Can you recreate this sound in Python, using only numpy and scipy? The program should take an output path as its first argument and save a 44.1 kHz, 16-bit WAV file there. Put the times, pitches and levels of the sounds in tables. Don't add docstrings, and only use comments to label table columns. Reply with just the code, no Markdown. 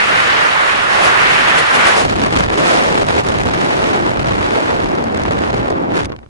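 import sys
import numpy as np
from scipy import signal
from scipy.fft import rfft, irfft, next_fast_len
from scipy.io import wavfile
from scipy.ndimage import uniform_filter1d, map_coordinates

SR = 44100
rng = np.random.default_rng(int(sys.argv[2]) if len(sys.argv) > 2 else 0)


def transcribe(u):
    v = np.clip(np.atleast_2d(u).T, -1, 1)
    q = np.round(v * 32767).astype(np.int16)
    wavfile.write(sys.argv[1], SR, q)


N = 277375
T = np.arange(N) / SR
TILT_S, TILT_LENGTH_S = 2.005, 0.11
DROP_S = 5.996

# (frequency [Hz], relative density [dB])
BUFFET_SPECTRUM = [(12, -26), (25, -9.5), (80, -0.5), (160, -1.26), (280, -2.5), (450, -4.5), (680, -6.5),
                   (1150, -11), (2200, -15.5), (4000, -21.5), (7300, -29), (8800, -33.5), (11000, -35.5)]
# (frequency [Hz], ratio [dB])
BUFFET_SPREAD = [(40, -14), (120, -5), (300, 3), (450, 5.5), (700, 8), (1500, 9), (4000, 3.5), (9000, -2)]
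# (time [s], relative level [dB])
AIR_FORCE = [(2.04, 0.5), (2.3, -0.5), (2.39, 0.5), (2.5, -0.9), (2.59, 0.5), (2.68, 1), (2.76, 1),
             (2.95, -0.2), (3.14, 0), (3.3, -0.46), (3.42, -0.6), (3.92, -0.53), (4.15, -2), (4.28, -1),
             (4.55, -1), (4.88, -2), (5.08, -3.5), (5.27, -2), (5.6, -2), (5.75, -4.5), (5.89, -5.5),
             (5.97, -0.5), (6.057, -0.5), (6.072, -6)]
# (time [s], relative level [dB])
EDDY_CHURN = [(2.02, 0), (2.09, 1.5), (2.28, 1), (2.43, 5), (2.6, -2), (2.72, -10.5), (2.88, -5),
              (3.06, 0.5), (3.2, -4), (3.45, 8.5), (3.62, -6.5), (3.9, -7), (4.23, 4), (4.44, -0.5),
              (4.56, -9.5), (4.68, -7.5), (4.88, 4.5), (5.02, -7.5), (5.3, 3), (5.46, -3), (5.58, 5),
              (5.85, -10), (5.98, -2), (6.04, 5)]
# (time [s], half length [s], rise [dB])
AIR_GUSTS = [(2.245, 0.0088, 4.5), (2.355, 0.056, 4), (2.68, 0.1, 1.6), (3.0, 0.034, 2.5),
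             (3.17, 0.035, 2.4), (3.38, 0.0082, 0)]
# (time [s], half length [s], depth [dB])
FLOW_LULLS = [(2.077, 0.02, 4), (2.15, 0.012, 6.5), (2.31, 0.022, 4.5), (2.477, 0.0076, 9),
              (3.055, 0.024, 7), (3.229, 0.02, 8.5), (4.965, 0.012, 4.5), (5.11, 0.02, 0.5),
              (5.515, 0.0052, 5), (5.876, .009, 1)]
# (frequency [Hz], share [0-1])
GUST_REACH = [(130, 0), (350, 0.94), (900, 0.9)]
# (frequency [Hz], decay rate [dB/s])
ROAR_FADE = [(100, 64), (400, 106), (1200, 107), (5000, 121)]
# (time [s], pitch [Hz], base level [dB])
VORTEX_HOWL = [(2.04, 330, -31), (2.2, 270, -27), (2.4, 270, -41), (2.55, 330, -27), (2.68, 780.2, -27.5),
               (2.93, 489.6, -28), (3.06, 400, -36), (3.18, 500, -42), (3.4, 330, -34), (3.58, 330, -29),
               (3.75, 340.2, -34), (3.88, 400, -25), (4.06, 320.2, -26.5), (4.2, 300, -42),
               (4.42, 350, -47), (4.57, 590, -29), (4.72, 520, -33), (4.84, 380, -29), (5.05, 260, -26.5),
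               (5.22, 260, -32), (5.45, 400, -34), (5.62, 340, -32), (5.85, 265.3, -23), (5.97, 310, -34),
               (6.05, 280, -31)]

# (time [s], relative level [dB], centre of the rush [Hz])
STREAM_COURSE = [(0, -11.5, 1748), (.22, -10.5, 1554), (.39, -10, 1418), (.56, -12.5, 1202),
                 (.7, -11.5, 1453), (.89, -13, 1294), (.955, -10, 1198), (.99, -10.5, 1149),
                 (1.06, -10, 1100), (1.22, -10, 1402), (1.38, -10.5, 1400), (1.46, -10, 1301),
                 (1.67, -10.5, 1403), (1.86, -9, 1251), (1.96, -11.5, 1091), (2.03, -10, 852)]
# (frequency [Hz], relative density [dB])
STREAM_SPECTRUM = [(15, -25), (35, -15.5), (110, -10.5), (260, -10.5), (450, -5), (750, -2.5), (1200, -3),
                   (1800, -4.5), (2850, -8.5), (5300, -18), (8700, -25), (11000, -26)]
# (frequency [Hz], ratio [dB])
STREAM_SPREAD = [(40, -13), (120, -4.5), (300, 1), (650, 6), (1500, 5), (4000, 1), (9000, -3)]
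# (time [s], right minus left before band weighting [dB])
STREAM_LEAN = [(0, 2.5), (.8, 3.5), (2, 1)]
# (time [s], half length [s], rise before band weighting [dB])
HISS_SURGES = [(1.055, 0.033, 8.5), (1.5, 0.016, 2), (1.588, 0.017, 7), (1.755, 0.016, 4.5),
               (1.875, 0.022, 6), (1.99, 0.073, 9)]
# (frequency [Hz], share [0-1])
SURGE_REACH = [(300, 0.14), (550, 0.67), (1000, 0)]
# (time [s], half length [s], depth before band weighting [dB])
RUMBLE_DIPS = [(.68, 0.1, 6), (1.675, 0.045, 16)]
# (frequency [Hz], signed weight [1])
EDDY_SWEEP = [(60, 0.67), (300, 0.85), (700, 0.7), (1800, 0), (4000, -.1)]

# (time [s], relative peak [dB], decay [s], brightness [Hz])
HARD_EDDIES = [(2.098, -20, 0.00093, 4000), (2.217, -8, 0.00068, 1200), (2.261, -24, .0005, 9000),
               (2.328, -23, 0.0011, 5000), (2.388, -15, 0.00085, 7000), (2.486, -10, 0.00096, 700),
               (2.501, -19, 0.00087, 1200), (2.581, -18, 0.00073, 6000), (3.066, -24, 0.0017, 4500),
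               (3.237, -26, 0.00068, 3500), (3.266, -23, .0008, 6000), (3.287, -17.5, 0.0012, 6000),
               (3.322, -22, 0.00071, 3500), (3.385, -23, 0.00073, 6000), (3.46, -24, .0008, 6000),
               (3.756, -29, .001, 4500), (4.195, -16.5, 0.0012, 1400), (4.361, -37, .0008, 4500),
               (4.843, -24, .0007, 4500), (4.888, -27, 0.00059, 4000), (4.952, -25, 0.0005, 5000),
               (5.04, -24, 0.00071, 4960), (5.146, -24, 0.00061, 5970), (5.174, -22, 0.00058, 4500),
               (5.196, -29, .001, 3500), (5.218, -32, .0007, 5000), (5.235, -21.5, 0.0012, 3000),
               (5.253, -13.5, 0.0011, 800), (5.311, -27, .0008, 3000), (5.388, -15, 0.00056, 1500),
               (5.436, -15, 0.0015, 900), (5.485, -30, 0.00067, 5000), (5.568, -30, .0007, 5000),
               (5.682, -28, .0008, 4000), (5.703, -22, 0.00083, 3000), (6.003, -32, 0.00051, 4000),
               (6.047, -24.5, 0.0015, 3500), (6.055, -22.5, 0.0015, 4850)]
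# (time [s], relative peak [dB], decay [s], brightness [Hz])
CLOTH_SNAPS = [(6.095, -32, 0.0016, 1080), (6.101, -21, 0.0014, 500), (6.12, -25.5, 0.0016, 990),
               (6.128, -24.5, 0.0016, 550), (6.138, -25, 0.0014, 450), (6.163, -29.5, 0.0008, 1570),
               (6.186, -51, 0.00048, 4500), (6.189, -35, 0.0013, 985), (6.23, -37.5, 0.0043, 575),
               (6.262, -39, 0.0009, 700)]


def buffet(flicker_db=0.56, howl_db=1.5, right_db=0.5):
    force_db, = curves(AIR_FORCE)
    churn_db, = curves(EDDY_CHURN)
    pitch_hz, hollow_db = curves(VORTEX_HOWL)
    level_db = -15.5 + 0.42 * force_db - 0.19 * churn_db
    pauses = [(s - 0.007, 0.0045, 3.0) for s, *_ in HARD_EDDIES]
    gust_db = bumps(AIR_GUSTS) - bumps(FLOW_LULLS) - bumps(pauses)
    fading_s = np.maximum(T - DROP_S, 0)
    speed = unit(0.16 * walk(42) + 0.5 * walk(230) + walk(700))
    crackle = small_eddies(per_s=60, length_s=.0004)
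    roughness = np.clip(1 + 0.049 * churn_db - 0.041 * np.minimum(force_db, 0), .55, 1.45)
    roar = 0
    for hz, band in port_bands(BUFFET_SPECTRUM, BUFFET_SPREAD, sweep=0.92, unit_hz=(250, 1200)):
        tear_db = at_hz([(200, 0.3), (500, 2.2), (1000, 2.7), (4000, 3.0), (8000, 3.4)], hz) * speed
        crack_db = at_hz([(600, -.5), (2000, 2.0), (4000, 4.2), (8000, 6.5)], hz) * crackle
        ceiling_db = at_hz([(300, 6.0), (1000, 9.0), (2000, 5.8), (4000, 9.6), (8000, 12.4)], hz)
        burst_db = np.minimum(roughness * (tear_db + crack_db), ceiling_db)
        tear = undb(burst_db + flicker_db * walk(22))
        tear = tear / np.sqrt(uniform_filter1d(tear ** 2, size=8000))
        treble_weight = at_hz([(650, 0.017), (2600, 2.2), (9000, 3.7)], hz)
        rumble_weight = at_hz([(70, 1.0), (140, 0.59), (300, 0.059)], hz)
        colour_db = treble_weight * (force_db - 0.13) + rumble_weight * churn_db
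        swell_db = at_hz(GUST_REACH, hz) * gust_db - at_hz(ROAR_FADE, hz) * fading_s
        roar = roar + band * tear * undb(colour_db + swell_db + howl_db * howl(hz, pitch_hz))
    hollow_gain = undb(hollow_db + gust_db - at_hz(ROAR_FADE, pitch_hz) * fading_s)
    hollow = shedding(pitch_hz, relative_width=.45) * hollow_gain
    return (roar * undb(level_db) + hollow) * undb(np.array([[-right_db], [right_db]]) / 2)


def stream(gain_db=-1.0, howl_db=6, hollow_db=-14.0):
    level_db, centre_hz = curves(STREAM_COURSE)
    lean_db, = curves(STREAM_LEAN)
    swell_db = level_db - np.median(level_db)
    fullness_db = 0.11 * swell_db
    surge_db = bumps(HISS_SURGES)
    treble_db = -4 + surge_db + fullness_db
    rumble_db = -0.5 + 4 * np.minimum(T, TILT_S) - bumps(RUMBLE_DIPS) + fullness_db
    speed = unit(walk(35.5) + walk(160))
    rush = 0
    for hz, band in port_bands(STREAM_SPECTRUM, STREAM_SPREAD, sweep=0.97, unit_hz=(500, 3000)):
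        treble_weight = at_hz([(2000, 0.048), (5500, 0.59), (10000, 1.08)], hz)
        rumble_weight = at_hz([(60, 0.005), (220, 0.7), (550, 0.045)], hz)
        tremble = unit(undb(0.74 * (.5 + treble_weight) * speed + walk(20)))
        colour_db = treble_weight * treble_db + rumble_weight * rumble_db
        body_db = at_hz(SURGE_REACH, hz) * surge_db + howl_db * howl(hz, centre_hz)
        pan_db = lean_db * at_hz([(1300, 0.95), (2600, 0.12)], hz) * np.array([[-1], [1]]) / 2
        rush = rush + band * tremble * undb(colour_db + body_db + pan_db)
    hollow = shedding(centre_hz, relative_width=.7) * undb(hollow_db + swell_db)
    return (rush + hollow) * undb(gain_db + level_db)


def port_bands(spectrum, spread, sweep, unit_hz):
    size = next_fast_len(N, True)
    hz = np.arange(size // 2 + 1) * SR / size
    common, independent = rfft(rng.standard_normal((2, size))) * undb(at_hz(spectrum, hz))
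    share = np.clip(sweep * at_hz(EDDY_SWEEP, hz), -1, 1)
    side = undb(at_hz(spread, hz)) * (-1j * share * common + np.sqrt(1 - share ** 2) * independent)
    ports = np.array([common + side, common - side])
    ports = ports / np.std(irfft(ports * (hz > unit_hz[0]) * (hz < unit_hz[1])))
    centres = 40 * 2 ** (np.arange(17) / 2)
    place = np.interp(np.log(hz + 1), np.log(centres), np.arange(len(centres)))
    return [(f, irfft(ports * np.maximum(1 - abs(place - k), 0))[:, :N]) for k, f in enumerate(centres)]


def small_eddies(per_s, length_s):
    arrivals = rng.random(N) < per_s / SR
    strength = np.minimum(rng.exponential(size=N), 3)
    age = np.arange(-400, 401) / SR
    return signal.fftconvolve(arrivals * strength, np.exp(-(age / length_s) ** 2), "same")


def shedding(centre_hz, relative_width, wander=.08):
    hz = centre_hz * (1 + wander * walk(14))
    cycles = np.cumsum(hz) / SR
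    knots = rng.standard_normal((2, int(cycles[-1] * relative_width) + 2))
    in_phase, quadrature = (map_coordinates(k, [cycles * relative_width], mode="mirror") for k in knots)
    return unit(in_phase * np.cos(2 * np.pi * cycles) + quadrature * np.sin(2 * np.pi * cycles))


def howl(hz, pitch_hz, octaves=1.0):
    hump = np.exp(-(np.log2(hz / pitch_hz) / octaves) ** 2)
    return hump - np.mean(hump)


def eddy_slaps(gain_db=-4):
    return sum(puff(s, db + gain_db, decay_s, hz, top_hz=9100, side_db=1.5)
               for s, db, decay_s, hz in HARD_EDDIES)


def canopy_flaps(gain_db=-3):
    return sum(puff(s, db + gain_db, decay_s, hz, top_hz=4670, side_db=7.0)
               for s, db, decay_s, hz in CLOTH_SNAPS)


def puff(s, peak_db, decay_s, corner_hz, top_hz, side_db):
    size = 4096
    start = int(s * SR) - size // 8
    age = np.maximum((T[start:start + size] - s) / decay_s + .5, 0)
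    body = signal.butter(1, [250, np.clip(corner_hz, 400, SR / 4)], "bandpass", fs=SR, output="sos")
    soft = signal.butter(2, min(4 * corner_hz, top_hz, SR / 3), fs=SR, output="sos")
    noise = signal.sosfilt(np.vstack([body, soft]), rng.standard_normal((2, size)))
    mid, side = unit(noise)[:, :len(age)]
    stereo = mid + undb(side_db) * side * np.array([[1], [-1]])
    out = np.zeros((2, N))
    out[:, start:start + size] = stereo * undb(peak_db) * age * np.exp(1 - age)
    return out


def hiss(level_db=-60.5, corner_hz=3000):
    lowpass = signal.butter(1, corner_hz, fs=SR, output="sos")
    return undb(level_db) * unit(signal.sosfilt(lowpass, rng.standard_normal((2, N))))


def undb(db):
    return 10 ** (np.asarray(db) / 20)


def unit(x):
    return x / np.sqrt(np.mean(x ** 2))


def curves(table):
    times, *columns = np.transpose(table)
    return [np.interp(T, times, column) for column in columns]


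def at_hz(points, hz):
    f, value = np.transpose(points)
    return np.interp(np.log(hz + 1), np.log(f), value)


def bumps(table):
    return sum(db * np.exp(-((T - s) / length) ** 2) for s, length, db in table)


def walk(rate):
    hold = max(int(SR / rate), 2)
    steps = np.repeat(rng.standard_normal(N // hold + 2), hold)
    return unit(uniform_filter1d(steps, hold)[rng.integers(hold):][:N])


def scene():
    turn = np.pi / 2 * np.clip((T - TILT_S) / TILT_LENGTH_S + .5, 0, 1)
    wind = np.cos(turn) * stream() + np.sin(turn) ** 2 * buffet()
    return wind + eddy_slaps() + canopy_flaps() + hiss()


def record(dry):
    ceiling, top_hz = .92, 11000
    rounded = dry / (1 + abs(dry / ceiling) ** 8) ** (1 / 8)
    return signal.sosfilt(signal.ellip(12, .1, 80, top_hz, fs=SR, output="sos"), rounded)


dry = scene()
out = record(dry)
transcribe(out)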